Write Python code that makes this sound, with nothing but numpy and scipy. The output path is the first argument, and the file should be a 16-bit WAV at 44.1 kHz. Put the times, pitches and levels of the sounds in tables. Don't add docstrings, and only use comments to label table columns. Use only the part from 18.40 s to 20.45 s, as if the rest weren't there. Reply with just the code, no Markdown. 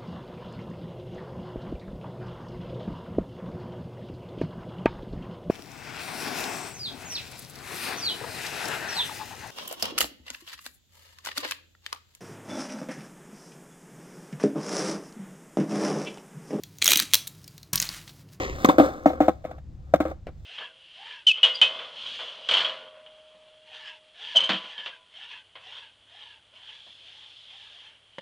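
import sys
import numpy as np
from scipy import signal
from scipy.fft import rfft, irfft
from scipy.io import wavfile

SR = 44100
rng = np.random.default_rng(int(sys.argv[2]) if len(sys.argv) > 2 else 0)


def generate_wav(sig):
    pcm = np.round(np.clip(np.atleast_2d(sig).T, -1, 1) * 32767).astype(np.int16)
    wavfile.write(sys.argv[1], SR, pcm)


N = 90404
TIME = np.arange(N) / SR
HIT_TIME = np.arange(SR // 3) / SR

# time_s, level_db
WIND_GUSTS = [(0, -41), (.14, -34.5), (.3, -48.5), (1.2, -46.5), (1.3, -40.5), (1.5, -45.5), (2.05, -44.5)]
# pitch_hz, gain_db
WIND_TONE = [(25, -4.5), (52, 2), (100, -1), (145, -4), (190, -14), (330, -24.5), (1000, -70)]
AIR_TONE = [(700, -4), (1200, -13), (4800, -19), (7500, -23), (9500, -39)]
SCRAPE_TONE = [(200, -5), (340, 15), (600, 9.5), (700, -10.5), (1060, 9), (1550, -14), (1850, 12),
               (2500, -0.5), (4600, -9), (7000, -8), (9800, -39.5), (12800, -25.5)]
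HISS_TONE = [(600, -20.5), (1800, 8), (2500, -4), (6300, -2), (8600, -9), (9900, -17.5), (12000, -13),
             (15500, -9)]
# time_s, rumble_db, hiss_db
WHEEL_LEVELS = [(0, -30, -75), (.12, -46, -59), (.22, -36.5, -48), (.31, -27, -45), (.37, -37, -56),
                (.44, -23, -41), (.5, -33.5, -53), (.63, -43.5, -63), (.72, -39.5, -58.5),
                (.78, -41, -67.5), (.85, -43.5, -54.5), (1.01, -65, -76), (1.09, -43.5, -71),
                (1.17, -52, -74), (1.22, -73.5, -90.5), (1.59, -57, -70), (1.63, -41.5, -58),
                (1.72, -38.5, -62), (1.77, -84, -92.5), (2.05, -71, -71)]
# pitch_hz, width_hz, gain_db
BOARD_RESONANCES = [(295.8, 129, 0), (521.5, 59, 5), (598, 110, -7.5), (760, 61, -0.5), (1106, 120, -10),
                    (1258, 300, -7.5), (1586, 110, -12.5), (2150, 300, -21.5)]
TRUCK_RESONANCES = [(2150, 160, 0), (3580, 80, 10), (4050, 70, 2)]
# start_s, boom_db, boom_hz, boom_fade_s, clack_db, clack_hz, clatter_db, crack_db, clatter_fade_s
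HARD_KNOCKS = [(0.2457, 7, 299, 0.017, -14, 527, -17, -16, 0.041),
               (0.2872, 2.5, 310, 0.036, -21, 531, -13.5, -27.5, 0.11),
               (0.3833, -10, 322.4, 0.35, -11, 568, -8.5, -27.5, 0.061),
               (0.398, -5.5, 289, 0.15, -2.5, 651, -13.5, -30.5, 0.12),
               (0.6583, -3.5, 289.5, 0.081, -2.5, 670, -23.5, -36.5, 0.21),
               (0.8046, -7, 302, 0.085, -7, 683, -22.5, -38.5, 0.23),
               (.8820, 0, 278, 0.02, -5, 673, -16, -36, 0.065),
               (1.5382, -11, 287.5, 0.048, -2, 626.6, -15.5, -31.5, 0.064),
               (1.6030, -9.5, 304.3, 0.066, -12.5, 656, -22, -35.5, 0.083)]
# start_s, boom_db, clack_db, clack_hz, clatter_db, crack_db, fade_s
SMALL_TAPS = [(0.2515, -43, -8.5, 1112, -14.5, -54, 0.01), (.2950, -31.5, -7.5, 1000, -52, -46, 0.025),
              (0.2999, -39, -14.5, 1102, -29, -53, .04), (.436, -47, -31, 996, -22, -53, 0.12),
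              (.4610, -42, -24, 539, -31, -48, 0.2), (.487, -31.5, -22, 594, -37.5, -53, 0.12),
              (.702, -22, -20, 674, -35.5, -51, 0.05), (.733, -29.5, -25, 548, -32, -54, 0.051),
              (0.8921, -8.5, -19.5, 745, -33, -38, 0.025), (1.042, -47.5, -30.5, 600, -48, -52, 0.041),
              (1.050, -39.5, -21.5, 622, -38, -50.5, 0.13), (1.112, -70, -28, 714, -42, -51.5, 0.06),
              (1.182, -59, -42, 708, -52, -58.5, 0.057), (1.559, -41, -23.5, 690, -29, -39.5, 0.036),
              (1.653, -28, -19.5, 570, -32.5, -52, 0.21), (1.715, -36, -28, 660, -41, -49.5, 0.016),
              (1.887, -36.5, -37.5, 532, -40, -61, 0.037)]
# pitch_hz, level_db, longest_fade_s
DECK_OVERTONES = [(506, -15.5, 0.21), (624.5, -21.5, 0.3), (752, -14, 0.22), (903, -26.5, 0.3),
                  (1070.5, -25, 0.065), (1300.3, -19.5, 0.076), (1631, -42.5, 0.24)]
# pitch_hz, gain_db
CRACK_TONE = [(500, -21), (1500, 10), (2100, 6), (4800, -7.5), (6300, -7), (8400, -13.5), (9800, -22),
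              (12000, -12.5), (15000, -10.5), (16500, -18)]
# time_s, delay_ms
LEFT_DELAYS = [(.35, 0.2524), (.9, .1)]
# start_s, level_db
GRIT_TICKS = [(0.2592, -24), (0.635, -51.5)]
# pitch_hz, gain_db
TICK_TONE = [(4800, -9.5), (6300, 11), (8000, -4), (9800, -13.5), (13000, -10.5)]
# start_s, level_db
TRUCK_PINGS = [(.291, -28), (.3838, -31), (.433, -42), (1.5385, -36)]
# pitch_hz, gain_db
SCUFF_TONE = [(120, 2), (600, 3.5), (950, -8.5), (2200, -11.5), (5500, -31.5), (10000, -48)]
# pitch_hz, likeness_0_to_1
STEREO_LIKENESS = [(30, .8), (80, .93), (200, .998), (1000, .99), (2800, .85), (14000, .55)]
# pitch_hz, right_minus_left_db
MIC_BALANCE = [(250, -0.25), (620, -3), (1200, -1), (5000, -1), (13000, 4.5)]


def amp(db):
    return 10 ** (np.asarray(db) / 20)


def unit(x):
    return x / np.sqrt(np.mean(x ** 2) + 1e-20)


def at_pitch(table, hz):
    pitches, values = np.transpose(table)
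    return np.interp(np.log(hz + 1), np.log(pitches), values)


def level(table, column=1):
    rows = np.array(table)
    return amp(np.interp(TIME, rows[:, 0], rows[:, column]))


def add(mix, start_s, sound):
    part = mix[:, max(round(start_s * SR), 0):][:, :sound.shape[1]]
    part += sound[:, :part.shape[1]]


def colour(x, tone):
    size = 8192
    log_gain = np.log(amp(at_pitch(tone, abs(np.fft.fftfreq(size, 1 / SR)))))
    response = np.exp(np.conj(signal.hilbert(log_gain)))
    taps = np.fft.ifft(response).real[:size // 2]
    return signal.fftconvolve(x, taps[None] / np.linalg.norm(taps), axes=1)[:, :x.shape[1]]


def noise(count):
    a, b = rfft(rng.standard_normal((2, count)))
    likeness = at_pitch(STEREO_LIKENESS, np.fft.rfftfreq(count, 1 / SR))
    shared = a * np.sqrt((1 + likeness) / 2)
    side = b * np.sqrt((1 - likeness) / 2)
    return irfft(np.array([shared + side, shared - side]), count)


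def delay_left(x, delay_ms):
    count = x.shape[1]
    shift = np.exp(-2j * np.pi * np.fft.rfftfreq(count, 1 / SR) * delay_ms / 1000)
    return np.array([irfft(rfft(x[0]) * shift, count), x[1]])


def outdoors(hum_hz=71.33, hum_width_hz=3.1, hum_db=-45.5, air_db=-67.5):
    hum_band = np.exp(-((np.fft.rfftfreq(N, 1 / SR) - hum_hz) / hum_width_hz) ** 2)
    hum = amp(hum_db) * unit(irfft(rfft(noise(N)) * hum_band, N))
    wind = level(WIND_GUSTS) * unit(colour(noise(N), WIND_TONE))
    air = amp(air_db) * colour(noise(N), AIR_TONE)
    return hum + wind + air


def grit(grains_per_s=600, spread_db=3.5, grain_share=.55):
    struck = rng.random(N) < grains_per_s / SR
    sizes = amp(spread_db * np.minimum(rng.exponential(1, N), 4))
    grains = struck * sizes * rng.choice([-1, 1], N)
    return np.sqrt(1 - grain_share) * noise(N) + np.sqrt(grain_share) * unit(grains)


def shake_board(x):
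    hz = np.geomspace(30, SR / 2, 2000)
    power = sum(amp(db) ** 2 * (1 + (2 * (hz - centre) / width) ** 2) ** -1.5
                for centre, width, db in BOARD_RESONANCES)
    return colour(x, np.c_[hz, 10 * np.log10(power)])


def shake_trucks(x):
    return x + sum(amp(db) * signal.lfilter(*signal.iirpeak(hz, hz / width, SR), x)
                   for hz, width, db in TRUCK_RESONANCES)


def wheels(scrape_db=-27, scrape_fall_db_per_s=108.5):
    rumble = shake_board(grit() * level(WHEEL_LEVELS))
    hiss = shake_trucks(colour(grit() * level(WHEEL_LEVELS, column=2), HISS_TONE))
    scrape = colour(grit() * amp(scrape_db - scrape_fall_db_per_s * TIME), SCRAPE_TONE)
    return delay_left(rumble + hiss + scrape, delay_ms=0.25)


def deck_boom(pitch_hz, fade_s, rise_s=0.0019):
    t = HIT_TIME
    boom = amp(-60 * t / fade_s) * np.cos(2 * np.pi * pitch_hz * t)
    for hz, db, longest_fade_s in DECK_OVERTONES:
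        detune = 1 + rng.uniform(-.015, .015)
        fade = amp(db - 60 * t / min(longest_fade_s, 2 * fade_s))
        boom += fade * np.sin(2 * np.pi * hz * detune * t)
    return (1 - np.exp(-t / rise_s)) * boom


def truck_clack(pitch_hz, peak_s=0.0029, steepness=3.6, thud_hz=171.4, thud_fade_s=0.076):
    t = HIT_TIME
    age = t / peak_s
    pulse = np.sqrt(age) * np.exp((1 - age ** steepness) / (2 * steepness))
    phase = 2 * np.pi * pitch_hz * t
    note = np.sin(phase) + amp(-23.5) * np.sin(2 * phase)
    thud = amp(-16.5 - 60 * t / thud_fade_s) * np.sin(2 * np.pi * thud_hz * t)
    return pulse * note + thud


def sharp_crack(fade, rise_s=.0003, snap_s=0.0011, rattle_db=1.5, rattle_step_s=0.0025):
    t = HIT_TIME
    flicker = np.interp(t / rattle_step_s, np.arange(len(t)), rng.standard_normal(len(t)))
    shape = (1 - np.exp(-t / rise_s)) * (1.135 * fade + 0.65 * np.exp(-t / snap_s))
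    burst = noise(len(t)) * amp(rattle_db * flicker) * shape
    return shake_trucks(colour(burst, CRACK_TONE))


def hit(boom_db, boom_hz, boom_fade_s, clack_db, clack_hz, clatter_db, crack_db, clatter_fade_s):
    boom = amp(boom_db) * deck_boom(boom_hz, boom_fade_s)
    clack = amp(clack_db) * truck_clack(clack_hz)
    fade = amp(-60 * HIT_TIME / clatter_fade_s)
    clatter = amp(clatter_db) * shake_board(noise(len(fade)) * fade)
    crack = amp(crack_db) * sharp_crack(fade)
    return boom + clack + clatter + crack


def knocks(choke_s=0.00067, tap_boom_hz=324, bass_cut_hz=94.1):
    out = np.zeros((2, N))
    delay_curve = np.transpose(LEFT_DELAYS)
    for start_s, *settings in HARD_KNOCKS:
        out *= np.exp(-np.maximum(TIME - start_s + choke_s, 0) / choke_s)
        add(out, start_s, delay_left(hit(*settings), np.interp(start_s, *delay_curve)))
    for start_s, boom_db, clack_db, clack_hz, clatter_db, crack_db, fade_s in SMALL_TAPS:
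        tap = hit(boom_db, tap_boom_hz, fade_s, clack_db, clack_hz, clatter_db, crack_db, fade_s)
        add(out, start_s, delay_left(tap, np.interp(start_s, *delay_curve)))
    return signal.sosfilt(signal.butter(2, bass_cut_hz, "high", fs=SR, output="sos"), out)


def ticks(decay_s=0.0012):
    out = np.zeros((2, N))
    for start_s, db in GRIT_TICKS:
        add(out, start_s, amp(db) * np.exp(-HIT_TIME / decay_s) * noise(len(HIT_TIME)))
    return colour(out, TICK_TONE)


def pings(pitch_hz=3610, rise_s=.0003, fade_s=.055):
    out, t = np.zeros((2, N)), HIT_TIME
    note = (1 - np.exp(-t / rise_s)) * np.sin(2 * np.pi * pitch_hz * t)
    for start_s, db in TRUCK_PINGS:
        add(out, start_s, amp(db - 60 * t / fade_s) * note[None])
    return out


def scuff(start_s=1.869, rub_db=-35.5, fade_s=0.1, click_s=0.0012):
    out, t = np.zeros((2, N)), HIT_TIME
    rub = noise(len(t)) * amp(rub_db - 60 * t / fade_s)
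    click_boost = 1 + 2 * np.exp(-t / click_s)
    add(out, start_s, colour(rub * click_boost, SCUFF_TONE))
    return out


def park_echoes(x, level_db=-20.5, fade_s=0.27, first_s=.012, echoes_per_s=2000):
    t = HIT_TIME
    strengths = rng.standard_normal((2, len(t))) * amp(-60 * t / fade_s)
    arrivals = (rng.random((2, len(t))) < echoes_per_s / SR) * (t > first_s)
    echoes = strengths * arrivals
    echoes /= np.linalg.norm(echoes[0])
    return x + amp(level_db) * signal.fftconvolve(x, echoes, axes=1)[:, :N]


def scene():
    skateboard = knocks() + pings() + wheels() + ticks() + scuff()
    return park_echoes(skateboard) + outdoors()


def record(dry):
    balance_db = at_pitch(MIC_BALANCE, np.fft.rfftfreq(N, 1 / SR))
    balanced = irfft(rfft(dry) * amp(np.outer([-.5, .5], balance_db)), N)
    rounded = balanced / (1 + balanced ** 8) ** (1 / 8)
    treble_cut = signal.firwin(255, cutoff=15900, window=("kaiser", 8), fs=SR)
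    return signal.oaconvolve(rounded, treble_cut[None], "same")


dry = scene()
out = record(dry)
generate_wav(out)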